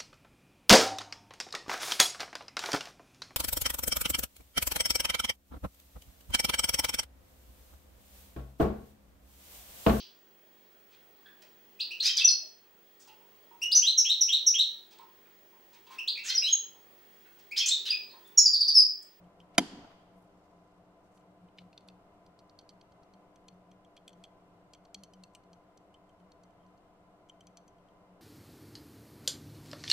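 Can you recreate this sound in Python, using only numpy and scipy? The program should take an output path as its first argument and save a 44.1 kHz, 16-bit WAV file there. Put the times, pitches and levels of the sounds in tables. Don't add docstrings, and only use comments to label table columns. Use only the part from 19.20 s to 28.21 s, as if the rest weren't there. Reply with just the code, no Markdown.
import sys
import numpy as np
from scipy import signal
from scipy.fft import rfft, irfft, next_fast_len
from scipy.io import wavfile
from scipy.ndimage import map_coordinates

SR = 44100
rng = np.random.default_rng(int(sys.argv[2]) if len(sys.argv) > 2 else 0)


def int16_out(signal):
    q = np.round(np.clip(np.atleast_2d(signal).T, -1, 1) * 32767)
    wavfile.write(sys.argv[1], SR, q.astype(np.int16))


def boost_factor(decibels):
    exponent = np.asarray(decibels, float) / 20
    return 10 ** exponent


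N = 397341

# (frequency [Hz], level [dB per Hz])
AIR = [(20, -12.5), (60, -15), (110, -12), (150, -14), (230, -17), (350, -14), (500, -13.5), (800, -15.5),
       (1100, -18), (1400, -20.5), (1700, -28.5), (3000, -34), (6000, -41.5), (16000, -51.5)]
# (frequency [Hz], width [Hz], level over the rush [dB])
DUCT = [(400, 30, -0.5), (680, 69.98, 10.5), (1015.5, 35, 7), (2065, 54, 8), (2871.5, 240, 4),
        (7400, 43, 6), (8170, 150, 4)]
# (frequency [Hz], likeness [-1 to 1])
AIR_LIKENESS = [(60, 0.81), (130, 1), (290, 0.75), (640, 0.91), (1410, 0.23), (3100, -0.37), (6820, -0.35),
                (15000, 0.0003)]
# (frequency [Hz], left over right [dB])
AIR_PAN = [(25, 0.82), (60, 2), (110, -3.5), (200, 5.5), (380, 1.5), (700, 1.5), (1290, 0), (2380, 2),
           (4400, 0), (8120, 3.5), (15000, -2)]
# (frequency [Hz], level [dB rms])
HUM = [(301, -73), (398, -78.5), (495, -78), (592, -81), (732, -79), (1012, -78.5)]
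# (frequency [Hz], width [Hz], level [dB])
LENS = [(7500, 300, 0.0011), (8150, 400, 0.00014)]
# (time [s], level [dB], build-up [s])
SHOVES = [(.06, -58, 0.06), (.215, -59, 0.021), (.87, -66, 0.051), (.98, -61.5, 0.057), (1.17, -65, 0.07),
          (1.4, -67.5, 0.054), (1.6, -65.5, 0.042), (2.11, -64, 0.047), (2.24, -58.5, 0.033),
          (2.45, -56.5, 0.089), (2.75, -63, 0.088), (3.09, -68.5, 0.042), (3.55, -63, 0.075),
          (3.74, -68, 0.041), (3.96, -63, 0.02), (4.34, -60, 0.029), (4.52, -61, 0.064), (5.01, -57, 0.066),
          (5.34, -67, 0.082), (5.8, -57, 0.051), (6.03, -58, 0.094), (6.33, -63.5, 0.033),
          (6.65, -67, 0.049), (7.06, -63.5, 0.054), (7.45, -67, 0.11), (7.63, -65.5, 0.031),
          (8.28, -69, 0.057), (8.62, -71, 0.076), (8.92, -65, 0.028)]
# (frequency [Hz], t60 [s])
ROOM_T60 = [(200, 0.51), (1000, 0.91), (2300, 1), (3200, 1), (4800, 0.75), (6500, 0.74), (10000, 0.3),
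            (15000, .3)]
# (frequency [Hz], level [dB])
ROOM_TOP = [(11800, 0), (12300, -25)]
# (frequency [Hz], level [dB])
SNAP_ECHO = [(100, -19.5), (500, -6.5), (1500, -1.5), (2300, -4.5), (2700, -5.5), (3100, 2), (3900, -7),
             (4800, 2.5), (5500, -7.5), (6300, -7.5), (8000, -10.5), (11800, -12), (12500, -19.5),
             (16000, -30)]
# (frequency [Hz], level [dB])
TICK_ECHO = [(2000, -5), (3200, 0.5), (3800, -3), (4400, 3), (5200, -4.5), (6070, 1), (7000, -6),
             (12000, -12)]
# (delay [s], frequency [Hz], width [Hz], level [dB])
WALLS = [
    (.042, 4400, 400, -25),
    (.054, 6050, 90, -23),
]
# (time [s], half length [s], level [dB], frequency [Hz])
RUBS = [
    (0.354, 0.011, -68, 2300),
    (0.354, 0.011, -74.5, 4798),
    (0.718, 0.017, -61, 1177),
    (1.004, 0.062, -82.5, 9900),
    (1.291, 0.36, -86, 5000),
    (1.862, 0.03, -84, 5940),
    (1.965, 0.047, -79, 6770),
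    (2.408, 0.02, -76, 3300),
    (2.679, .003, -72, 7000),
]
# (time [s], table level [dB], box level [dB], half length [s])
ROCKS = [
    (0.438, -47.5, -59, 0.014),
    (0.564, -51, -62.5, 0.041),
    (0.645, -56.5, -56, 0.019),
    (0.724, -72, -76, 0.014),
]

# (frequency [Hz], width [Hz], level [dB])
CASE = [(3137, 126, 1.5), (3300, 300, -6.5)]
# (frequency [Hz], width [Hz], level [dB])
LID = [(3560, 320, -5), (4344, 134, 12), (5000, 200, 1.5), (5520, 330, -7)]
# (frequency [Hz], width [Hz], level [dB])
SNAP_LID = [(3580, 300, -3), (4390, 210, 10), (5000, 250, 4), (5556, 330, -6)]
# (frequency [Hz], width [Hz], level [dB])
NEEDLE = [(6060, 80, 27), (6175, 2100, 13), (6068, 14, 14)]
# (frequency [Hz], width [Hz], level [dB])
EDGE = [(7740, 806, 4), (8190, 45, 3), (9800, 1600, -20), (14200, 2400, -15)]
# (frequency [Hz], width [Hz], level [dB])
SNAP_EDGE = [(7605, 900, 0), (10400, 1500, -3), (12400, 900, -6), (14800, 1800, -2)]
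# (frequency [Hz], width [Hz], level [dB])
RIM = [(2351, 340, -1.5), (3100, 170, -0.5)]
# (frequency [Hz], width [Hz], level [dB])
GRIP_CASE = [(3017, 240, -0.5)]
# (frequency [Hz], width [Hz], level [dB])
GRIP_LID = [(3530, 270, -4.5), (4010, 300, -2), (4400, 330, -4), (5000, 490, -13.5)]
# (frequency [Hz], width [Hz], level [dB])
LIFT_CASE = [(3050, 220, 0)]
# (frequency [Hz], width [Hz], level [dB])
LIFT_LID = [(3520, 220, -4.5), (4400, 260, 0.5), (5000, 400, -11)]
# (frequency [Hz], width [Hz], level [dB])
LIFT_RIM = [(2650, 260, 0)]
# (frequency [Hz], width [Hz], level [dB])
THUMB_CASE = [(3235, 130, 0)]
# (frequency [Hz], width [Hz], level [dB])
THUMB_CAP = [(5100, 700, 0), (4100, 500, -12)]
# (rim [dB], rim per lid share [dB/dB], rim per tip share [dB/dB], edge over tip [dB])
LID_SHARES = (-10.5, 0.37, 0, -3.5)
CASE_SHARES = (-0.59, .6, .3, .1)
GRIP_SHARES = (0, -0.12, 0.1, -13)
# (delay [ms], level [dB])
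REBOUNDS = [
    (2.2, 1),
    (3.9, -5),
]
# (time [s], factor)
SQUEEZE = [(0, 0.96), (3.3, 1.01), (4.8, 1.03), (5.9, 1), (6.03, 0.85), (6.17, 0.91), (6.3, 0.98),
           (8.1, .99), (8.2, 0.99), (8.27, 1.03), (9, 0.98)]
# (time [s], left over right [dB])
COMPASS_PAN = [(0, 0), (2.3, 0.5), (3.4, -3.5), (4.2, 0.5), (5.6, -0.5), (6.2, 1), (7.1, 0), (8.1, 1.5),
               (9, 1)]
# (time [s], case peak [dB], cap share [dB], tip share [dB], edge over tip [dB])
THUMB = [
    (.043, -70, -20, -30, 0),
    (.1962, -86, 0, -3, 12),
    (.2028, -52.5, -19, -34, 8),
    (.2145, -64, -28, -45, 5),
]
# (time [s], case peak [dB], lid share [dB], tip share [dB], rim share [dB])
GRIPS = [
    (1.9747, -68, -4.5, -9, -7),
    (2.0094, -82, 0, -2.5, 0),
    (2.2857, -67.5, -12, -26, -7),
    (2.3763, -63.5, -5, -13, -9),
    (2.3845, -49, -1.5, -40, -0.5),
    (2.3885, -55, -4, -40, -7),
    (2.397, -66, -2, -40, -4),
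    (2.405, -71, -3, -40, -4),
    (2.416, -71, -2, -40, -4),
]
# (time [s], case peak [dB], lid share [dB], tip share [dB], rim share [dB])
LIFTS = [
    (2.5298, -64.5, 1, -14, 2.5),
    (2.5775, -59, 11, -5, -3),
    (2.608, -76, 8, -6, 2),
    (2.6868, -67.5, 15.5, 3, 7.5),
    (2.701, -75, 4, -10, 6),
]
# (time [s], case peak [dB], lid share [dB], tip share [dB], edge over tip [dB])
LID_TICKS = [ (3.398, -71, -5, -14, -4), (3.412, -72, -2, -5, -4), (3.499, -73, 4, -3, 9),
             (3.197, -80, 6, -2, 6), (3.506, -70, -3, -10, 0), (3.6122, -61, 0, -11.5, -1),
             (3.7214, -72.5, 2, -7, 0), (3.832, -76, 7, -3, 0), (3.9374, -67, 2.5, -7.5, 0),
             (4.2836, -52, -2, -8, -10), (4.9312, -62.5, -5, -6, -1), (5.5356, -53.5, -2, -6, -6),
             (5.6513, -68, 4, -5.5, 5), (5.7453, -43, -1, -4.5, -6), (5.848, -78, 0, -4, 3),
             (6.037, -57.5, 6, -3, 7), (6.136, -82, -4, -2, 12), (6.2364, -71, -3, -11, 0),
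             (6.3318, -61.5, -0.5, -4.5, -5), (6.575, -71, 5.5, 5, 2), (7.1192, -70.5, 9, 0, -2),
             (7.2355, -71, 3, 1.5, -6), (7.4644, -78.5, 2.5, -3, 0), (7.5777, -76.5, 2, -5, 0)]
# (time [s], case peak [dB], lid share [dB], tip share [dB], edge over tip [dB])
CASE_TICKS = [(4.1594, -64.5, -9, -4, -5.5), (4.5151, -62.5, -12, -9, -10), (4.6488, -59.5, -24, -20.5, 5),
              (4.7664, -55.5, -6, -11.5, -4.5), (4.7755, -52, -15, -25.5, 2),
              (4.8796, -44.5, -13, -19.5, 13), (4.8917, -57, -13, -18.5, 13), (4.9045, -65, -11.5, -19, 4),
              (5.0394, -43.5, -13.5, -19, 6), (5.0507, -56, -11.5, -18, 3), (5.548, -56, -10, -14, 0),
              (6.1506, -50, -9.5, -9, 4), (6.7424, -52, -22, -27, 9), (6.8937, -64, -18.5, -19, 8),
              (7.0004, -72, -9, -15, 5), (7.307, -76, -12, -9, 2), (7.394, -78, -25, -30, 0),
              (7.405, -73, -25, -30, 0), (7.417, -75, -25, -30, 0), (7.432, -73, -25, -30, 0),
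              (8.0887, -60, -25, -13.5, -14), (8.096, -45.5, -27.5, -17.5, -9),
              (8.2082, -53, -21, -13.5, -4), (8.5824, -71, -16, -16, 6), (8.686, -65.5, -19, -22, 8)]
# (time [s], case peak [dB], lid share [dB], tip share [dB], edge over tip [dB])
SNAPS = [
    (3.064, -75, 9.5, -0.5, 5),
    (3.296, -76, 15, -1, 0),
    (3.1906, -71.5, 11, -4, 9),
    (3.3898, -65.5, 15, 0.5, 5),
    (3.492, -65, 13, -1, 4),
    (5.8364, -56.5, 2, 3, -5),
    (5.9364, -59, -4, -5.5, 1),
    (8.2706, -62, 0.5, 1, -2),
    (8.3722, -58.5, 0.5, 2, -5),
    (8.4796, -70, -4, 5, -2),
]
# (time [s], level [dB])
PIVOT = [
    (6.038, -71),
    (6.152, -66),
    (8.21, -79),
]

# (time [s], blow [dB], brightness [dB], chatter [ms])
LEVER = [
    (0.3798, -27, 1, .6),
    (0.3808, -14, 9, .8),
    (0.3813, -18.5, 12, .8),
    (.3827, -5, 0.5, .9),
    (.3840, 0, -4.5, .9),
    (0.3872, -8.5, -11.5, .9),
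    (0.3916, -21, 6, 1.3),
    (0.3941, -16.5, -11.5, 1.5),
]
# (frequency [Hz], width [Hz], level [dB])
BOX = [(723, 100, -1), (993, 81, -14), (1368, 90, -18), (1641.5, 150, -15), (2084.4, 83, -20),
       (2380, 140, -16), (3090, 150, -13), (3300, 350, -14), (3700, 200, -16), (4690, 150, -20),
       (5080, 160, -16), (5500, 460, -15), (6240, 180, -12), (6900, 200, -15),
       (193, 94, -2), (275.4, 76, -4.5), (531, 42, -4), (2104.5, 700, -23.5), (5500, 2210, -24.5),
             (10400, 570, -12), (12710, 2500, -32), (15000, 900, -28), (11100, 320, -20.5),
             (9150, 280, -15.5)]
# (frequency [Hz], width [Hz], level [dB])
NOTCHES = [(590, 92, -9.5), (885, 110, -14), (2680, 400, -20), (4140, 240, -8)]
# (time [s], frequency [Hz], level [dB], t60 [s])
SHELL = [(.392, 282, -27, .09), (.3825, 992, -17, .032), (.382, 1372, -22, .025), (.3818, 6950, -23, .02),
         (.382, 2105, -15.5, .028), (.3813, 2390, -16, .024), (.381, 3085, -14, 0.027),
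         (.3915, 3200, -27, 0.028), (.3815, 4640, -14.5, .022), (.381, 5020, -15, .016),
         (.387, 4720, -30, .03), (.3803, 11400, -33, .012), (.3803, 14100, -26, .008),
         (.3803, 15100, -35, .012)]
# (frequency [Hz], phase [rad])
BOX_LAG = [(200, .05), (700, .4), (1700, .7), (2400, .3), (3700, 1.3), (5600, .9), (7000, 1.6), (9100, 2.4),
           (11400, 2.5)]
# (frequency [Hz], left over right [dB])
BOX_PAN = [(350, .6), (800, 0), (1000, 7), (1370, -10), (1700, -2), (3700, -3), (4700, 2), (8000, -3),
           (13000, 3)]
# (frequency [Hz], level [dB])
TREBLE_TOP = [(15300, 0), (15800, -14), (16400, -34), (16600, -90)]


def unit(x):
    return x / np.sqrt(np.mean(x ** 2) + 1e-20)


def along(points, hz):
    f, v = np.transpose(points)
    return np.interp(np.log(hz + 1), np.log(f + 1), v)


def wobble(rate):
    knots = rng.standard_normal(int(N * rate / SR) + 4)
    return map_coordinates(knots, [np.arange(N) * rate / SR])


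def swell(s, rise_s, fall_s):
    t = np.arange(N) / SR - s
    return np.exp(-(t / np.where(t < 0, rise_s, fall_s)) ** 2)


def filtered(x, response):
    n = x.shape[-1]
    m = 2 * next_fast_len(n // 2 + SR // 16)
    return irfft(rfft(x, m) * response(np.fft.rfftfreq(m, 1 / SR)), m)[..., :n]


def modes(table):
    def response(f):
        return sum((-1) ** k * boost_factor(db) * 1j * f * w / (c * c - f * f + 1j * f * w)
                   for k, (c, w, db) in enumerate(table))
    return response


def blended(table):
    def response(f):
        power = sum(abs(modes([mode])(f)) ** 2 for mode in table)
        cepstrum = irfft(np.log(power + 1e-12) / 2)
        cepstrum[1:len(f) - 1] *= 2
        cepstrum[len(f):] = 0
        return np.exp(rfft(cepstrum))
    return response


def highpass(f, hz):
    return (1j * f / hz / (1 + 1j * f / hz)) ** 2


def lowpass(f, hz):
    return 1 / (1 + 1j * f / hz) ** 2


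def pair(response, likeness):
    def mid_side(f):
        turn = np.arccos(np.clip(along(likeness, f), -1, 1)) / 2
        return response(f) * np.array([np.cos(turn), np.sin(turn)])
    mid, side = filtered(rng.standard_normal((2, N)), mid_side)
    return np.array([mid + side, mid - side])


def air():
    def colour(f):
        duct_db = sum(db / (1 + (2 * (f - c) / w) ** 2) for c, w, db in DUCT)
        return boost_factor(along(AIR, f) + duct_db)
    rush = pair(colour, AIR_LIKENESS)
    rush = rush / np.std(filtered(rush[:, :3 * SR], lambda f: (f > 350) & (f < 1500)))
    stir_db = 6.5 * swell(.53, rise_s=0.15, fall_s=0.23)
    rush = boost_factor(-64.5 + stir_db + 0.55 * wobble(2.5)) * rush
    t = np.arange(N) / SR
    lines = sum(boost_factor(db + 3.5 + .7 * wobble(4.2)) * np.sin(2 * np.pi * hz * t + 0.24 * wobble(4))
                for hz, db in HUM)
    return filtered(rush + lines, lambda f: boost_factor(along(AIR_PAN, f) * np.array([[.5], [-.5]])))


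def whine():
    frame_rate, first_s, life_ms = 30.02, .0095, 2.5
    since_ms = (np.arange(N) / SR - first_s) % (1 / frame_rate) * 1000
    bursts = np.exp(-since_ms / life_ms) * boost_factor(1.5 * wobble(12)) * pair(np.ones_like, [(8000, .3)])
    return boost_factor(-99) * unit(filtered(bursts, lambda f: modes(LENS)(f) ** 2))


def drum():
    top_hz, ring_s = 181.2, 0.043
    leg_modes = modes([(105, 70, 0)])
    top = lambda f: modes([(top_hz, 22, 0)])(f) ** 2 + modes([(105, 70, -16)])(f)
    pushes = sum(boost_factor(db) * swell(s, rise_s, ring_s) for s, db, rise_s in SHOVES)
    ring = np.sqrt(2) * np.sin(2 * np.pi * top_hz * np.arange(N) / SR + 1.6 * wobble(12))
    legs = boost_factor(-11.5) * unit(pair(leg_modes, [(180, 0.96)]))
    idle = boost_factor(-69.5) * unit(pair(top, [(180, 1.0)]))
    return boost_factor(np.array([[.6], [-.6]])) * (idle + pushes * (ring + legs))


def room(x, tone, dryness):
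    hz, t, z = signal.stft(rng.standard_normal((2, SR)), SR, nperseg=256)
    start_db = along(tone, hz) + along(ROOM_TOP, hz)
    fall_db = 60 * dryness * t / along(ROOM_T60, hz)[:, None]
    tail = signal.istft(z * boost_factor(start_db[:, None] - fall_db), SR, nperseg=256)[1]
    tail = tail / np.linalg.norm(tail[0])
    answer = signal.oaconvolve(np.pad(x, (500, 0))[None], tail, axes=1)[:, :N]
    return np.pad(answer, ((0, 0), (0, N - answer.shape[1])))


def rubs():
    t = np.arange(3 * SR) / SR
    skin = np.zeros((2, len(t)))
    for s, half_s, db, hz in RUBS:
        band = modes([(hz, .9 * hz, 0)])
        brush = unit(filtered(rng.standard_normal((2, len(t))), lambda f: band(f) ** 2))
        skin += boost_factor(db) * np.exp(-((t - s) / half_s) ** 2) * brush
    return np.pad(skin, ((0, 0), (0, N - len(t)))) * boost_factor(3 * wobble(120))


def shudder():
    start_s, end_s = .4, 0.724
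    t = np.arange(N) / SR
    gate = np.clip((t - start_s) / 0.0033, 0, 1) * np.clip((end_s - t) / 0.039, 0, 1)
    since = np.clip(t - start_s, 0, None)

    def settling(first_db, slow_db, slow_t60, column):
        fall = boost_factor(first_db - 60 * since / 0.09) + boost_factor(slow_db - 60 * since / slow_t60)
        return fall + sum(boost_factor(rock[column]) * swell(rock[0], rock[3], rock[3]) for rock in ROCKS)

    table_gain = settling(-36, -46, 0.63, column=1)
    box_gain = settling(-60, -52, 0.39, column=2)
    lumps = boost_factor(3.0 * wobble(37))
    soft = lambda f: 1 / (1 + (f / 1800) ** 4)
    table_modes = modes([(190, 50, -2), (285, 60, 0), (410, 50, -8)])
    box_modes = modes([(730, 90, 0), (970, 90, -3), (1370, 90, -7)])
    table = pair(lambda f: soft(f) * table_modes(f), [(300, 0.95)])
    box = pair(lambda f: soft(f) * box_modes(f), [(800, .85)])
    return gate * (table_gain * unit(lumps * table) + box_gain * unit(lumps * box))


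def chatter(ms, rise_ms, count=1, spiky=2, rattle_db=-60, first_db=0, again=()):
    t = np.arange(SR // 20) / SR * 1000
    grit = rng.standard_normal((count, len(t)))
    late = np.exp(0.1203 * rng.standard_normal((count, 1)))
    fade = boost_factor(first_db) * np.exp(-t / ms) + boost_factor(rattle_db) * np.exp(-t / 7)
    for lag_ms, db in again:
        since = t - lag_ms * late
        fade = fade + boost_factor(db) * (since >= 0) * np.exp(-abs(since) / ms)
    burst = grit * abs(grit) ** spiky * (1 - np.exp(-(t + 0.027) / rise_ms)) * fade
    return burst / np.linalg.norm(burst, axis=1, keepdims=True)


def ticks(table, shares, case, lid, ms, rattle_db, own="edge", edge=EDGE, rim=RIM, again=REBOUNDS):
    out = np.zeros(N)
    times, peak_db, lid_db, tip_db, own_db = np.transpose(table)
    rim_db, per_lid, per_tip, edge_db = shares
    rim_db = rim_db + per_lid * lid_db + per_tip * tip_db + own_db * (own == "rim")
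    edge_db = tip_db + edge_db + own_db * (own == "edge")
    skirts = lambda f: highpass(f, 2000) * lowpass(f, 11000)
    # (share dB, resonances, gain dB, first blow dB)
    parts = [(0, case, 17.03, -2), (rim_db, rim, 23.6, -4), (lid_db, lid, 21.55, 2.5),
             (tip_db, NEEDLE, 25, 7), (edge_db, edge, 18.2, 3.5)]
    for share_db, body, gain_db, first_db in parts:
        blows = chatter(ms, 0.1, len(times), 0.72, rattle_db, first_db, again)
        bend = np.interp(times, *np.transpose(SQUEEZE))[:, None] if body is case else 1
        blows = np.pad(blows, ((0, 0), (0, SR // 20)))
        rings = filtered(blows, lambda f: modes(body)(f / bend) * skirts(f))
        rings = rings / np.linalg.norm(rings, axis=1, keepdims=True)
        for s, db, ring in zip(times, peak_db + share_db + gain_db, rings):
            out[round((s - .0008) * SR):][:len(ring)] += boost_factor(db) * ring
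    return out


def pivot():
    hz, t60 = 8200, 0.11
    out = np.zeros(N)
    for s, db in PIVOT:
        t = np.clip(np.arange(N) / SR - s, 0, None)
        out += boost_factor(db - 60 * t / t60) * np.sin(2 * np.pi * hz * t) * (1 - np.exp(-t / .001))
    return out


def compass():
    thumb = ticks(THUMB, LID_SHARES, THUMB_CASE, THUMB_CAP, ms=.3, rattle_db=-26, edge=SNAP_EDGE,
                  again=[(1.2, -12)])
    grips = ticks(GRIPS, GRIP_SHARES, GRIP_CASE, GRIP_LID, ms=0.45, rattle_db=-19, own="rim",
                  edge=SNAP_EDGE)
    lifts = ticks(LIFTS, GRIP_SHARES, LIFT_CASE, LIFT_LID, ms=0.35, rattle_db=-21, own="rim",
                  edge=SNAP_EDGE, rim=LIFT_RIM, again=[(1.7, -3)])
    on_lid = ticks(LID_TICKS, LID_SHARES, CASE, LID, ms=0.34, rattle_db=-27)
    snaps = ticks(SNAPS, LID_SHARES, CASE, SNAP_LID, ms=0.33, rattle_db=-18, edge=SNAP_EDGE,
                  again=[(1.6, -9)])
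    on_floor = ticks(CASE_TICKS, CASE_SHARES, CASE, LID, ms=.45, rattle_db=-18,
                     again=[(2.1, 0.5), (3.9, -10)])
    return thumb + grips + lifts + on_lid + snaps + on_floor + pivot()


def shell():
    s, hz, db, t60 = np.transpose(SHELL)[:, :, None]
    t = np.clip(np.arange(SR) / SR - s, 0, None)
    rise = 1 - np.exp(-t / .0008)
    return np.sum(boost_factor(db - 60 * t / t60) * np.sin(2 * np.pi * hz * t) * rise, axis=0)


def switch():
    knocks, clicks = np.zeros((2, SR))
    for s, db, bright_db, ms in LEVER:
        start = round(s * SR)
        knocks[start] += boost_factor(db + 29.0)
        clicks[start:][:SR // 20] += boost_factor(db + bright_db + 30.0) * chatter(ms, rise_ms=.15, spiky=.4)[0]
    dull = filtered(knocks, lambda f: lowpass(f, 1100))
    sharp = filtered(clicks, lambda f: highpass(f, 1800) * lowpass(f, 9000))

    def radiation(f):
        notch = np.prod([1 - (1 - boost_factor(db)) * modes([(hz, width_hz, 0)])(f)
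                         for hz, width_hz, db in NOTCHES], axis=0)
        return highpass(f, 130) * notch * blended(BOX)(f)

    return np.pad(filtered(dull + sharp, radiation) + shell(), (0, N - SR))


def scene():
    side = np.array([[.5], [-.5]])
    t = np.arange(N) / SR
    snap, taps = switch(), compass()
    near_snap = filtered(snap, lambda f: boost_factor(side * along(BOX_PAN, f)) * np.exp(-1j * side * along(BOX_LAG, f)))
    lag_s = 24.73e-6
    held = filtered(taps, lambda f: np.exp(-2j * np.pi * side * f * lag_s))
    near_taps = boost_factor(side * np.interp(t, *np.transpose(COMPASS_PAN))) * held
    slap = sum(np.roll(filtered(taps, modes([colour])), round(s * SR)) for s, *colour in WALLS)
    crack = np.arange(SR) == round(LEVER[1][0] * SR)
    walls = boost_factor(-12.5) * room(crack, SNAP_ECHO, 0.91) + boost_factor(-28.0) * room(taps, TICK_ECHO, 2.2) + slap
    around = walls + shudder() + rubs() + air() + drum() + whine()
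    return near_snap + near_taps + filtered(around, lambda f: f < 15780)


def roll_off(x):
    return signal.sosfilt(signal.butter(12, 16460, fs=SR, output="sos"), x)


def record(dry):
    soft = dry / (1 + abs(dry / .7) ** 4) ** (1 / 4)
    limited = filtered(soft, lambda f: boost_factor(along(TREBLE_TOP, f)))
    return roll_off(limited)


dry = scene()
out = record(dry)
int16_out(out)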